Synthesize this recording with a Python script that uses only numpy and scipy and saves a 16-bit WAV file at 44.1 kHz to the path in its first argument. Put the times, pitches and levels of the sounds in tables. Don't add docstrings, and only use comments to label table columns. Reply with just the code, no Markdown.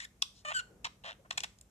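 import sys
import numpy as np
from scipy import signal
from scipy.fft import rfft, irfft
from scipy.io import wavfile
from scipy.ndimage import uniform_filter1d

SR = 44100
rng = np.random.default_rng(int(sys.argv[2]) if len(sys.argv) > 2 else 0)


def master(y):
    cut = np.clip(np.atleast_2d(y).T, -1, 1)
    pcm = np.round(cut * 32767)
    wavfile.write(sys.argv[1], SR, pcm.astype(np.int16))


N = 74970
CUTOFF_HZ = 14700


def syrinx(hz, rough, jitter):
    wobble, flutter, air = rng.standard_normal((3, SR // 4))
    wobble, flutter = (unit(uniform_filter1d(v, SR // 700))[:len(hz)] for v in (wobble, flutter))
    cycles = np.cumsum(hz * np.exp(jitter * wobble)) / SR - .5
    overtones = sum(np.cos(2 * np.pi * k * cycles) for k in range(2, int(CUTOFF_HZ / np.mean(hz)) + 1))
    shimmer = np.exp(min(12 * jitter, .3) * flutter)
    pulses = np.cos(2 * np.pi * cycles) + overtones * shimmer
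    puffs = np.exp(-(cycles % 1) / .33) * air[:len(hz)]
    rough = np.clip(rough, 0, 1)
    return np.sqrt(1 - rough) * unit(pulses) + np.sqrt(rough) * unit(puffs)


# f/Hz, width/Hz
THROAT_RINGS = [(1150, 250), (2700, 800), (3600, 270), (5900, 2300), (7700, 1800)]
def throat(x, colour, bass_db=0, treble_db=0, size=4096):
    hz = np.fft.rfftfreq(size, 1 / SR)
    octaves_below = np.clip(np.log2(colour[0][0] / (hz + 1)), 0, 1.5)
    db = read(colour, hz) - 40 * octaves_below
    db += read([(1200, bass_db), (2200, .015), (4000, .0049), (5800, treble_db)], hz)
    log_gain = np.log(amp(np.r_[db, db[-2:0:-1]]))
    response = np.fft.ifft(np.exp(np.conj(signal.hilbert(log_gain)))).real
    y = signal.fftconvolve(x, response[:size // 4])
    for ring_hz, width in THROAT_RINGS:
        r = np.exp(-np.pi * width / SR)
        poles = [1, -2 * r * np.cos(2 * np.pi * ring_hz / SR), r * r]
        y = signal.lfilter(poles[::-1], poles, y)
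    return match_energy(y, x)


def burst(length, db, hz, rough, jitter=.12, rise=0, attack_s=.0019, release_s=.00061):
    t = np.arange(0, length, 1 / SR)
    shape = np.minimum(t / attack_s, 1) * np.minimum((length - t) / release_s, 1)
    pitch = hz * (1 + rise * (t / length - .5))
    return amp(db) * unit(shape * syrinx(pitch, rough, jitter))


def note(curve, colour, jitter, throb_db=0, throb_hz=170):
    times, *columns = np.transpose(curve)
    t = np.arange(times[0], times[-1], 1 / SR)
    hz, db, rough = (np.interp(t, times, column) for column in columns)
    sway = unit(uniform_filter1d(rng.standard_normal(len(t)), SR // throb_hz))
    throb_phase = 2 * np.pi * np.cumsum(throb_hz * (1 + .5 * sway)) / SR
    throb = unit(amp(throb_db * np.cos(throb_phase)))
    return times[0], throat(amp(db) * throb * syrinx(hz, rough, jitter), colour)


# length/s, level/dB, f/Hz, roughness/0-1
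SNAP = (.0056, -22.5, 1153, 0.63)
# f/Hz, level/dB
SNAP_COLOUR = [(700, -26), (1100, -13), (1600, -22.5), (2700, -7), (3400, 0), (4500, -9.5), (5800, -3.5),
               (6700, -19.5), (7700, -12.5), (9600, -18.5), (11000, -34.5)]
def snap(out):
    add(out, .22, throat(burst(*SNAP, jitter=.075), SNAP_COLOUR))


# t/s, f/Hz, level/dB, roughness/0-1
BUZZ = [(.4485, 611.5, -37, 0.29), (.468, 593.8, -42.5, 0.07), (.486, 601.3, -37, 0),
        (.505, 612.4, -38.5, 0.3), (.508, 614, -33.5, 0.4)]
WHISTLE = [(.541, 1604, -40.5, 0.45), (.549, 1522, -33, .2), (.562, 1519, -33, 0.047),
           (.57, 1455, -30, 0.062), (.578, 1503, -34, 0.042), (.585, 1495, -38, 0.058),
           (.593, 1378, -30.5, .15), (.602, 1446, -36, 0.59), (.61, 1510, -77.5, .45)]
RASP = [(1.05, 632.6, -48, .3), (1.074, 677.6, -41.5, 0.37), (1.097, 640.4, -44.5, 0.32),
        (1.11, 617, -54.5, 0.36)]
# f/Hz, level/dB
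BUZZ_COLOUR = [(605, -7.5), (1210, 1.5), (1815, -3.5), (2420, -2.5), (3025, -4), (3630, -12.5),
               (4235, -16.5), (4840, -23), (6050, -22.5), (6600, -14), (7900, -20.5), (12000, -46.5)]
WHISTLE_COLOUR = [(1500, -1.5), (2100, -15), (3000, -12), (4500, -18), (6000, -25.5), (7500, -15),
                  (8800, -26), (11000, -41.5)]
RASP_COLOUR = [(450, -7), (700, 0), (1600, -1), (2400, -2), (3400, 1), (4800, -14), (5500, -14.5),
               (7800, -21.5), (14000, -52)]
def held_notes(out):
    add(out, *note(BUZZ, BUZZ_COLOUR, jitter=.013))
    add(out, *note(WHISTLE, WHISTLE_COLOUR, jitter=.016))
    add(out, *note(RASP, RASP_COLOUR, jitter=.3, throb_db=3.5))


# t/s, length/s, level/dB, f/Hz, roughness/0-1, bass/dB, treble/dB
CLUCKS = [(0.8434, 0.012, -33.5, 957.2, 0.6, -1, -1.5), (0.856, 0.016, -42, 1143, 1.02, -0.5, -7),
          (1.3056, 0.0061, -31.5, 719, 0.11, -1, -3), (1.3204, 0.011, -49.5, 1198, 0.83, 3, 2.5),
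          (1.3742, 0.00862, -29, 721, 0.8, -6, 1), (1.403, 0.0036, -35, 904, 0.46, -12, 3.5),
          (1.4327, 0.0066, -34.5, 899, 0, -4.5, -4), (1.441, 0.0036, -33, 843, 0.13, -1, 0.5)]
# f/Hz, level/dB
CLUCK_COLOUR = [(450, -15.5), (700, -3.5), (1100, 2), (1600, -4.5), (2400, 1.5), (3100, -2.5), (4100, -3),
                (4700, -7.5), (5800, -4.5), (6500, -10), (7700, -7), (9500, -24), (14000, -33.5)]
def clucks(out):
    for start, length, db, hz, rough, bass_db, treble_db in CLUCKS:
        voice = throat(burst(length, db, hz, rough, rise=.4), CLUCK_COLOUR, bass_db, treble_db)
        add(out, start, opening_beak(voice, length))


def opening_beak(x, length, shut_hz=2630, open_hz=4320, width_hz=160, lag_s=.0043, ring_db=-5):
    hz = np.interp(np.arange(len(x)) / SR, [0, length + lag_s], [shut_hz, open_hz])
    sweep = np.exp(2j * np.pi * np.cumsum(hz) / SR)
    r = np.exp(-np.pi * width_hz / SR)
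    ring = 2 * (sweep * signal.lfilter([1 - r], [1, -r], x / sweep)).real
    return match_energy(x + amp(ring_db) * ring, x)


# t/s, length/s, level/dB, f/Hz, roughness/0-1
SQUEAKS = [(0., 0.0067, -39.5, 1928, 0.24), (.006, 0.017, -47, 1920, 0.45),
           (0.021, 0.025, -48.5, 2215, 0.3), (0.047, .007, -44, 1850, 0.02),
           (0.53, 0.014, -48.5, 3203, 0.54), (.603, 0.0062, -47, 3046, 0.54)]
# f/Hz, level/dB
SQUEAK_COLOUR = [(1000, -2.5), (1900, 0.5), (3000, 3), (4300, -7.5), (7800, -8), (14000, -48)]
def squeaks(out):
    for start, length, db, hz, rough in SQUEAKS:
        add(out, start, throat(burst(length, db, hz, rough, jitter=.071), SQUEAK_COLOUR))


# t/s, level/dB
STUTTER = [(.5102, -39), (0.5155, -34), (.5212, -36.5)]
def stutter(out):
    for start, db in STUTTER:
        blip = burst(length=.0043, db=db, hz=675, rough=.35)
        add(out, start, throat(blip, BUZZ_COLOUR, treble_db=-3))


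# t/s, level/dB
TICKS = [(0.031, -50), (0.046, -44), (1.4347, -36.5), (1.5865, -52), (1.6112, -43)]
CREAKS = [(1.0375, -44), (1.0422, -41), (1.0445, -40), (1.1005, -37), (1.108, -37), (1.1183, -40),
          (1.1278, -43)]
# f/Hz, level/dB
TICK_COLOUR = [(1000, -25.5), (6000, -6), (7700, -2), (9500, -12), (14000, -19)]
def ticks_and_creaks(out, fade_s=.0017):
    t = np.arange(SR // 80) / SR
    for events, colour in ((TICKS, TICK_COLOUR), (CREAKS, RASP_COLOUR)):
        for start, db in events:
            click = amp(db) * np.exp(-t / fade_s) * rng.standard_normal(len(t))
            add(out, start, throat(click, colour))


# t/s, length/s, level/dB, f/Hz, width/octaves
SCUFFS = [(0.332, 0.098, -66, 4540, 0.55), (0.684, 0.083, -67.5, 404, 0.33),
          (1.184, 0.028, -66.5, 555, 0.058), (1.246, 0.024, -62.5, 850, 0.93)]
def scuffs(out):
    for start, length, db, centre_hz, width in SCUFFS:
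        n = int(length * SR)
        octaves_away = np.log2((np.fft.rfftfreq(n, 1 / SR) + 1) / centre_hz)
        band = np.exp(-.5 * (octaves_away / width) ** 2)
        swish = irfft(rfft(rng.standard_normal(n)) * band, n)
        add(out, start, amp(db) * unit(np.hanning(n) ** .5 * swish))


# f/Hz, level/dB, phase lead/rad
OPENINGS = [(550, 5, -.4), (900, -1.5, -0.39), (1437, -0.5, 0.2), (1835, 8, 0.36), (2425, -0.5, -1.34),
            (2630, -18, 0.17), (2780, 0, 1.1), (4400, 0.5, 0.38), (5050, 2, 1.6), (5300, 22, 0.069),
            (6800, 5, -0.054), (7820, -10, -1.6), (8150, -3.5, 1.5)]
def microphone(x, desk_s=.0027, desk_db=-29, right_lag_s=.000291):
    hz = np.fft.rfftfreq(2 * N, 1 / SR)
    arriving = rfft(x, 2 * N) * (1 + amp(desk_db) * np.exp(-2j * np.pi * hz * desk_s))
    balance, lead = (read(np.array(OPENINGS)[:, [0, column]], hz) for column in (1, 2))
    sides = np.array([[.5], [-.5]])
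    pair = amp(balance * sides) * np.exp(1j * lead * sides)
    pair /= np.sqrt(np.mean(abs(pair) ** 2, 0))
    delay = np.exp(-2j * np.pi * hz * np.array([[0], [right_lag_s]]))
    return irfft(arriving * pair * delay)[:, :N]


# f/Hz, length/s
ROOM_FADE = [(500, .25), (1500, 0.32), (3000, 0.28), (14000, 0.4)]
def room(x, early_fade_s=.068, ring_hz=1466, ring_fade_s=.35):
    hz, t, scatter = signal.stft(rng.standard_normal((2, 2, SR // 2)), SR, nperseg=256)
    scatter *= np.minimum(t / .0011, 1)
    fade_s = np.array([read(ROOM_FADE, hz), np.full(len(hz), early_fade_s)])
    fades = amp(-60 * t / fade_s[:, None, :, None])
    tails = signal.istft(scatter * fades, SR, nperseg=256)[1]
    late, early = tails / np.linalg.norm(tails, axis=2, keepdims=True)
    age = np.arange(late.shape[1]) / SR
    ring_fade = amp(-60 * age / ring_fade_s)
    ring = 2 * ring_fade / ring_fade.sum() * np.sin(2 * np.pi * ring_hz * age)
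    echoes = amp(-15.5) * late + amp(-13) * early + amp(-11.5) * ring
    return signal.fftconvolve(x[None], echoes, axes=1)[:, :N]


# f/Hz, likeness/0-1
LIKENESS = [(50, 0.97), (250, 0.92), (2000, 0.12)]
def noise(colour):
    hz = np.fft.rfftfreq(N, 1 / SR)
    left, other = rfft(rng.standard_normal((2, N)))
    same = read(LIKENESS, hz)
    right = same * left + np.sqrt(1 - same ** 2) * other
    return unit(irfft(np.array([left, right]) * amp(read(colour, hz)), N))


# f/Hz, level/dB
HUM = [(58, -72), (193.8, -75.5), (242.2, -81)]
HISS_COLOUR = [(24, -36), (40, -0.5), (97, 1.5), (410, -13.5), (1070, -18.5), (4530, -28), (6390, -23),
               (14000, -32)]
RUSTLE_COLOUR = [(30, -20), (55, 3.5), (85, -11.5), (130, 0), (250, -14.5), (450, -9), (4000, -46.5)]
# t/s, level/dB
RUSTLE = [(0, -72), (.41, -77.5), (.48, -67.5), (.85, -62), (.96, -72), (1.33, -67), (1.43, -61),
          (1.53, -74), (1.7, -78.5)]
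def background():
    t = np.arange(N) / SR
    hum = sum(amp(db) * unit(np.sin(2 * np.pi * (hz * t + rng.random()))) for hz, db in HUM)
    hiss = amp(-67.5) * noise(HISS_COLOUR)
    rustle = amp(np.interp(t, *np.transpose(RUSTLE))) * noise(RUSTLE_COLOUR)
    return hum + hiss + rustle


def amp(db):
    return 10 ** (np.asarray(db) / 20)


def unit(x):
    return x / np.sqrt(np.mean(x ** 2) + 1e-20)


def match_energy(y, x):
    return y * np.sqrt(np.sum(x ** 2) / np.sum(y ** 2))


def read(points, hz):
    f, value = np.transpose(points)
    return np.interp(np.log(hz + 1), np.log(f + 1), value)


def add(mix, start, sound):
    part = mix[max(round(start * SR), 0):][:len(sound)]
    part += sound[:len(part)]


def scene():
    bird = np.zeros(N)
    for play in (snap, held_notes, clucks, squeaks, stutter, ticks_and_creaks, scuffs):
        play(bird)
    return microphone(bird) + room(bird) + background()


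def record(dry):
    lowpass = signal.firwin(255, CUTOFF_HZ, window=("kaiser", 8), fs=SR)
    return signal.oaconvolve(dry, lowpass[None], "same", axes=1)


dry = scene()
out = record(dry)
master(out)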